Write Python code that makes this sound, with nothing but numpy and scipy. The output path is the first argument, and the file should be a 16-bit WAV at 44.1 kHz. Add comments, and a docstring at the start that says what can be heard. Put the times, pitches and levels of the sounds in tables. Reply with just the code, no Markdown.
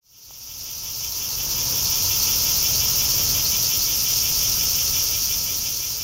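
"""A cicada sings close by on a tree trunk: the ribs of its tymbals buckle and excite its body in a dense
sizzle, with sharp ticks whose ring sweeps up and down as the abdomen throbs 15 times a second.
A second cicada chants slower syllables further off, over outdoor rumble, a distant car and a thin whine.
These swell in together and ease off; one soft tap sounds early and a high hiss joins late."""
import sys
import numpy as np
from scipy import signal
from scipy.fft import rfft, irfft
from scipy.io import wavfile
from scipy.ndimage import uniform_filter1d

SR = 44100
rng = np.random.default_rng(int(sys.argv[2]) if len(sys.argv) > 2 else 0)


def output_pcm(signal):
    """Save a mono or channel-first signal as 16-bit PCM at the path in sys.argv[1].

    Samples are clipped to [-1, 1] before scaling.
    """
    pcm = np.clip(np.atleast_2d(signal).T, -1, 1) * 32767
    wavfile.write(sys.argv[1], SR, np.round(pcm).astype(np.int16))


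N = 266099
TIME = np.arange(N) / SR


def undb(db):
    """Amplitude ratio: a factor of ten for every 20 dB."""
    return 10 ** (np.asarray(db) / 20)


def level(x, db):
    """Normalisation to an rms level."""
    return x * undb(db) / np.sqrt(np.mean(x ** 2))


def walk(rate):
    """Low-pass noise: a smooth random drift with a spread near 1."""
    hold = max(int(SR / rate), 1)
    steps = np.repeat(rng.standard_normal(N // hold + 1), hold)
    return 1.3 * uniform_filter1d(uniform_filter1d(steps, hold), hold)[:N]


def beat(hz, drift_hz_per_s, first_s=0):
    """Phase in turns, the integral of a steadily drifting rate; a whole number at each beat."""
    elapsed = TIME - first_s
    return hz * elapsed + drift_hz_per_s * elapsed ** 2 / 2


def wraps(turns):
    """The times at which a rising phase completes each cycle."""
    return np.interp(np.arange(np.ceil(turns[0]), turns[-1]), turns, TIME)


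def colour(x, points, size=4096):
    """Minimum-phase filter through (frequency [Hz], gain [dB]) points, by folding the cepstrum."""
    hz, db = np.transpose(points)
    bins = np.maximum(np.fft.rfftfreq(size, 1 / SR), 1)
    gain = undb(np.interp(np.log(bins), np.log(hz), db))
    cepstrum = irfft(np.log(gain))
    cepstrum[1:size // 2] *= 2
    cepstrum[size // 2 + 1:] = 0
    impulse_response = irfft(np.exp(rfft(cepstrum)))
    return signal.fftconvolve(x, impulse_response)[:N]


def resonate(x, modes):
    """Parallel fourth-order resonators, each (frequency [Hz], bandwidth [Hz], gain [dB])."""
    out = 0
    for hz, width, db in modes:
        b, a = signal.iirpeak(hz, hz / (1.55 * width), SR)
        out = out + undb(db) * signal.lfilter(b, a, signal.lfilter(b, a, x))
    return out


def high_pass(x, hz):
    """Third-order high-pass: 18 dB per octave of attenuation below hz."""
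    return signal.sosfilt(signal.butter(3, hz, "high", fs=SR, output="sos"), x)


def rings(times, size, hz, decay_s, count=384):
    """Free vibration: each impulse starts an exponentially damped sinusoid."""
    index = (times * SR).astype(int)[:, None] + 1 + np.arange(count)
    age = index / SR - times[:, None]
    wave = size[:, None] * np.exp(-age / decay_s) * np.sin(2 * np.pi * hz[:, None] * age)
    return np.bincount(np.clip(index, 0, N).ravel(), wave.ravel(), N + 1)[:N]


def rib_clicks(rate_hz=720, unevenness=.55, scatter_db=.5):
    """Buckling instability: ribs give way at uneven intervals, each with one impulse."""
    times = wraps(np.cumsum(rate_hz * np.exp(unevenness * walk(rate_hz))) / SR)
    polarity, scatter = rng.standard_normal((len(times), 2)).T
    size = np.sign(polarity) * undb(scatter_db * scatter)
    return level(np.bincount((times * SR).astype(int), size, N), 0)


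def sizzle(stretch):
    """Impulse excitation: clicks ring the body near 6 kHz and the ribs an octave up."""
    # response of the near cicada's body: (frequency [Hz], gain [dB])
    body_response = [(1500, -47), (2100, -26.5), (2600, -16.5), (3300, -16.5), (3900, -19), (4500, -12),
                     (5100, -4.5), (5800, -0.5), (6500, -5), (7200, -10.5), (8600, -19), (9700, -21.5),
                     (12000, -14.5), (16000, -42.5)]
    # response of its thin tymbal ribs: (frequency [Hz], gain [dB])
    rib_response = [(5000, -32), (8500, -16), (9800, -13), (11000, -2), (12100, 1.5), (13300, 0),
                    (14500, 1), (15700, -7)]
    clicks = rib_clicks()
    # the added noise stands for a wash of reflections
    body = colour(clicks + level(rng.standard_normal(N), -2), body_response)
    ribs = colour(clicks + level(rng.standard_normal(N), .8), rib_response)
    # the body gives a little less while the abdomen is stretched
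    return level(body * undb(-.7 * stretch + .42 * walk(22.02)), -.17) + level(ribs, -4.5)


def ticks(throb, rest_hz=12600, sweep_hz=2500, lag_turns=.61, weak_db=-5, depth_db=14, half_width=.335):
    """Tension tuning: two tymbals snap in turn, ringing higher and louder as the abdomen stretches."""
    turns = beat(hz=185, drift_hz_per_s=.75)  # the tymbal muscles slowly speed up
    high, low = 0, 0
    for offset, db in ((0, 0), (lag_turns, weak_db)):
        times = wraps(turns - offset)
        jitter, detune, scatter = rng.standard_normal((len(times), 3)).T
        phase = (np.interp(times, TIME, throb) + .5) % 1 - .5
        stretch = np.exp(-np.abs(phase / half_width) ** 4)
        times = times + .00003 * jitter
        hz = rest_hz + sweep_hz * stretch + 200 * detune
        size = undb(db + 1.7 * scatter)
        high = high + rings(times, size * undb(depth_db * stretch), hz, decay_s=.0002)
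        # a weaker mode about an octave below sweeps along
        low = low + rings(times, size, 5850 + 2400 * np.cos(np.pi * phase) ** 4, decay_s=.00066)
    # the membrane radiates best near 15 kHz
    return level(resonate(high, [(15200, 3070, 0)]), -6.5) + level(high_pass(low, 4600), -11.5)


def near_cicada(bark_delay_s=.002198, bark_db=-19):
    """Comb filtering: the throbbing song interferes with its one reflection from the bark."""
    throb = beat(hz=15.13, drift_hz_per_s=-.039, first_s=.0515)  # the abdomen slowly tires
    song = sizzle(stretch=np.cos(2 * np.pi * throb)) + ticks(throb)
    reflection = np.pad(song, (round(bark_delay_s * SR), 0))[:N]
    return song + undb(bark_db) * reflection


def chant(turn, half_width=.24, growth_db_per_s=.97):
    """Source and filter: a pulse train, rising in pitch in each syllable, drives fixed resonances."""
    # resonances of the far cicada: (frequency [Hz], bandwidth [Hz], gain [dB])
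    modes = [(2390, 146, 1), (2703, 140, 1), (3027, 400, 6.5), (3330, 410, -1)]
    phase = (turn + .5) % 1 - .5  # zero in mid-syllable
    buzz_hz = 343 + 72 * phase + 2.48 * walk(60)
    times = wraps(np.cumsum(buzz_hz) / SR)
    size = undb(1.3 * rng.standard_normal(len(times)))
    pulses = level(rings(times, size, hz=np.full(len(times), 3000), decay_s=.00008), 0)
    syllable = np.exp(-np.abs(phase / half_width) ** 6) * undb(1.9 * phase)
    buzz = (pulses + level(rng.standard_normal(N), -3)) * syllable
    lowest_mode = resonate(buzz, modes[:1]) * undb(growth_db_per_s * TIME)
    return level(lowest_mode + resonate(buzz, modes[1:]), -17)


def rasp(turn, clicks_per_s=1500):
    """Shot noise: between syllables, random clicks merge into a band whose pitch climbs."""
    # overtone of the rasp: (frequency [Hz], bandwidth [Hz], gain [dB])
    overtone_band = [(8820, 750, 1)]
    times = np.sort(rng.uniform(0, TIME[-1], int(clicks_per_s * TIME[-1])))
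    phase = np.interp(times, TIME, turn) - .55  # zero in mid-rasp
    size = np.exp(-(phase / .19) ** 2)
    clicks = rings(times, size, hz=4530 + 1400 * phase, decay_s=.00095)
    band = high_pass(clicks, 3540) * undb(.87 * walk(6.1))
    overtone = resonate(rng.standard_normal(N), overtone_band) * np.exp(-((turn - .57) / .193) ** 2)
    return level(band, -14.5) + level(overtone, -25)


def far_cicada(echo_decay_s=.023, echo_db=-17.5):
    """Reverberation: scattering from trees smears the alternating chant and rasp."""
    turn = beat(hz=5.537, drift_hz_per_s=.028, first_s=.150) % 1
    direct = chant(turn) + rasp(turn)
    echoes = rng.standard_normal(SR // 2) * np.exp(-TIME[:SR // 2] / echo_decay_s)
    return direct + level(signal.fftconvolve(direct, echoes)[:N], echo_db)


def rumble(relative_db=-13.5):
    """Coloured noise: distant traffic and air carry most power at low frequencies."""
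    # spectrum of the outdoor air: (frequency [Hz], relative density [dB])
    air_spectrum = [(15, -12), (30, -1.5), (60, 1), (125, -1), (170, -9), (260, -12), (380, -15.5),
                    (500, -13), (700, -19), (980, -16.5), (1250, -19.5), (1800, -23.5), (3000, -32.5),
                    (8000, -50)]
    air = colour(rng.standard_normal(N), air_spectrum, size=16384)
    return level(air, relative_db) * undb(.92 * walk(4.08))


def car(nearest_db=-24, passes_s=1.6, speed_m_s=16.5, road_m=15.3):
    """Spherical spreading: the tyre noise of a passing car falls inversely with distance."""
    distance_m = np.hypot(road_m, speed_m_s * (TIME - passes_s))
    tyres = resonate(rng.standard_normal(N), [(944, 160, 0)])
    return level(tyres, nearest_db) * road_m / distance_m


def whine():
    """Random modulation: two tones of a distant machine waver slightly in pitch and level."""
    # tones of the machine: (frequency [Hz], relative level [dB])
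    tones = [(1304, -30.5), (1424, -39.5)]
    out = 0
    for hz, db in tones:
        turns = np.cumsum(hz + 1.09 * walk(8)) / SR
        out = out + level(np.sin(2 * np.pi * turns) * undb(.22 * walk(6.3)), db)
    return out


def tap():
    """Strong damping: one soft, dull knock dies within a few cycles."""
    # the knock: (time [s], level [dB], frequency [Hz], decay time [s])
    knocks = [(.308, -34.5, 850, 0.0013)]
    return sum(rings(np.array([s]), undb([db]), np.array([hz]), decay) for s, db, hz, decay in knocks)


def hiss(relative_db=-16, start_s=3.73, attack_s=.25):
    """Narrow-band noise: a thin high hiss, perhaps another insect, sets in and holds."""
    band = resonate(rng.standard_normal(N), [(8400, 950, 0)])
    attack = np.clip((TIME - start_s) / attack_s, 0, 1)
    return level(band, relative_db) * attack


def swell(top_db=-21, start_s=.01, rise_s=2.233, bend=1.235, hold_until_s=4.94, fall_s=2.17):
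    """Amplitude envelope: it grows out of silence, sags slightly, then eases off."""
    rise = np.clip((TIME - start_s) / rise_s, 0, 1) ** bend
    fall = np.clip(1 - (TIME - hold_until_s) / fall_s, 0, 1)
    sag_db = .45 * np.maximum(TIME - rise_s, 0)
    return rise * fall * undb(top_db - sag_db)


def scene():
    """Superposition, alike left and right; all levels but the tap's are relative to the swell."""
    sustained = near_cicada() + far_cicada() + hiss() + rumble() + car() + whine()
    mono = sustained * swell() + tap()
    return np.array([mono, mono])


def record(dry):
    """Frequency response of the microphone: one deep notch and a steep low-pass."""
    notch_hz, notch_width_hz, top_hz = 7876, 1630, 15750
    notched = signal.lfilter(*signal.iirnotch(notch_hz, notch_hz / notch_width_hz, SR), dry)
    return signal.sosfilt(signal.ellip(12, .2, 80, top_hz, fs=SR, output="sos"), notched)


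dry = scene()
out = record(dry)
output_pcm(out)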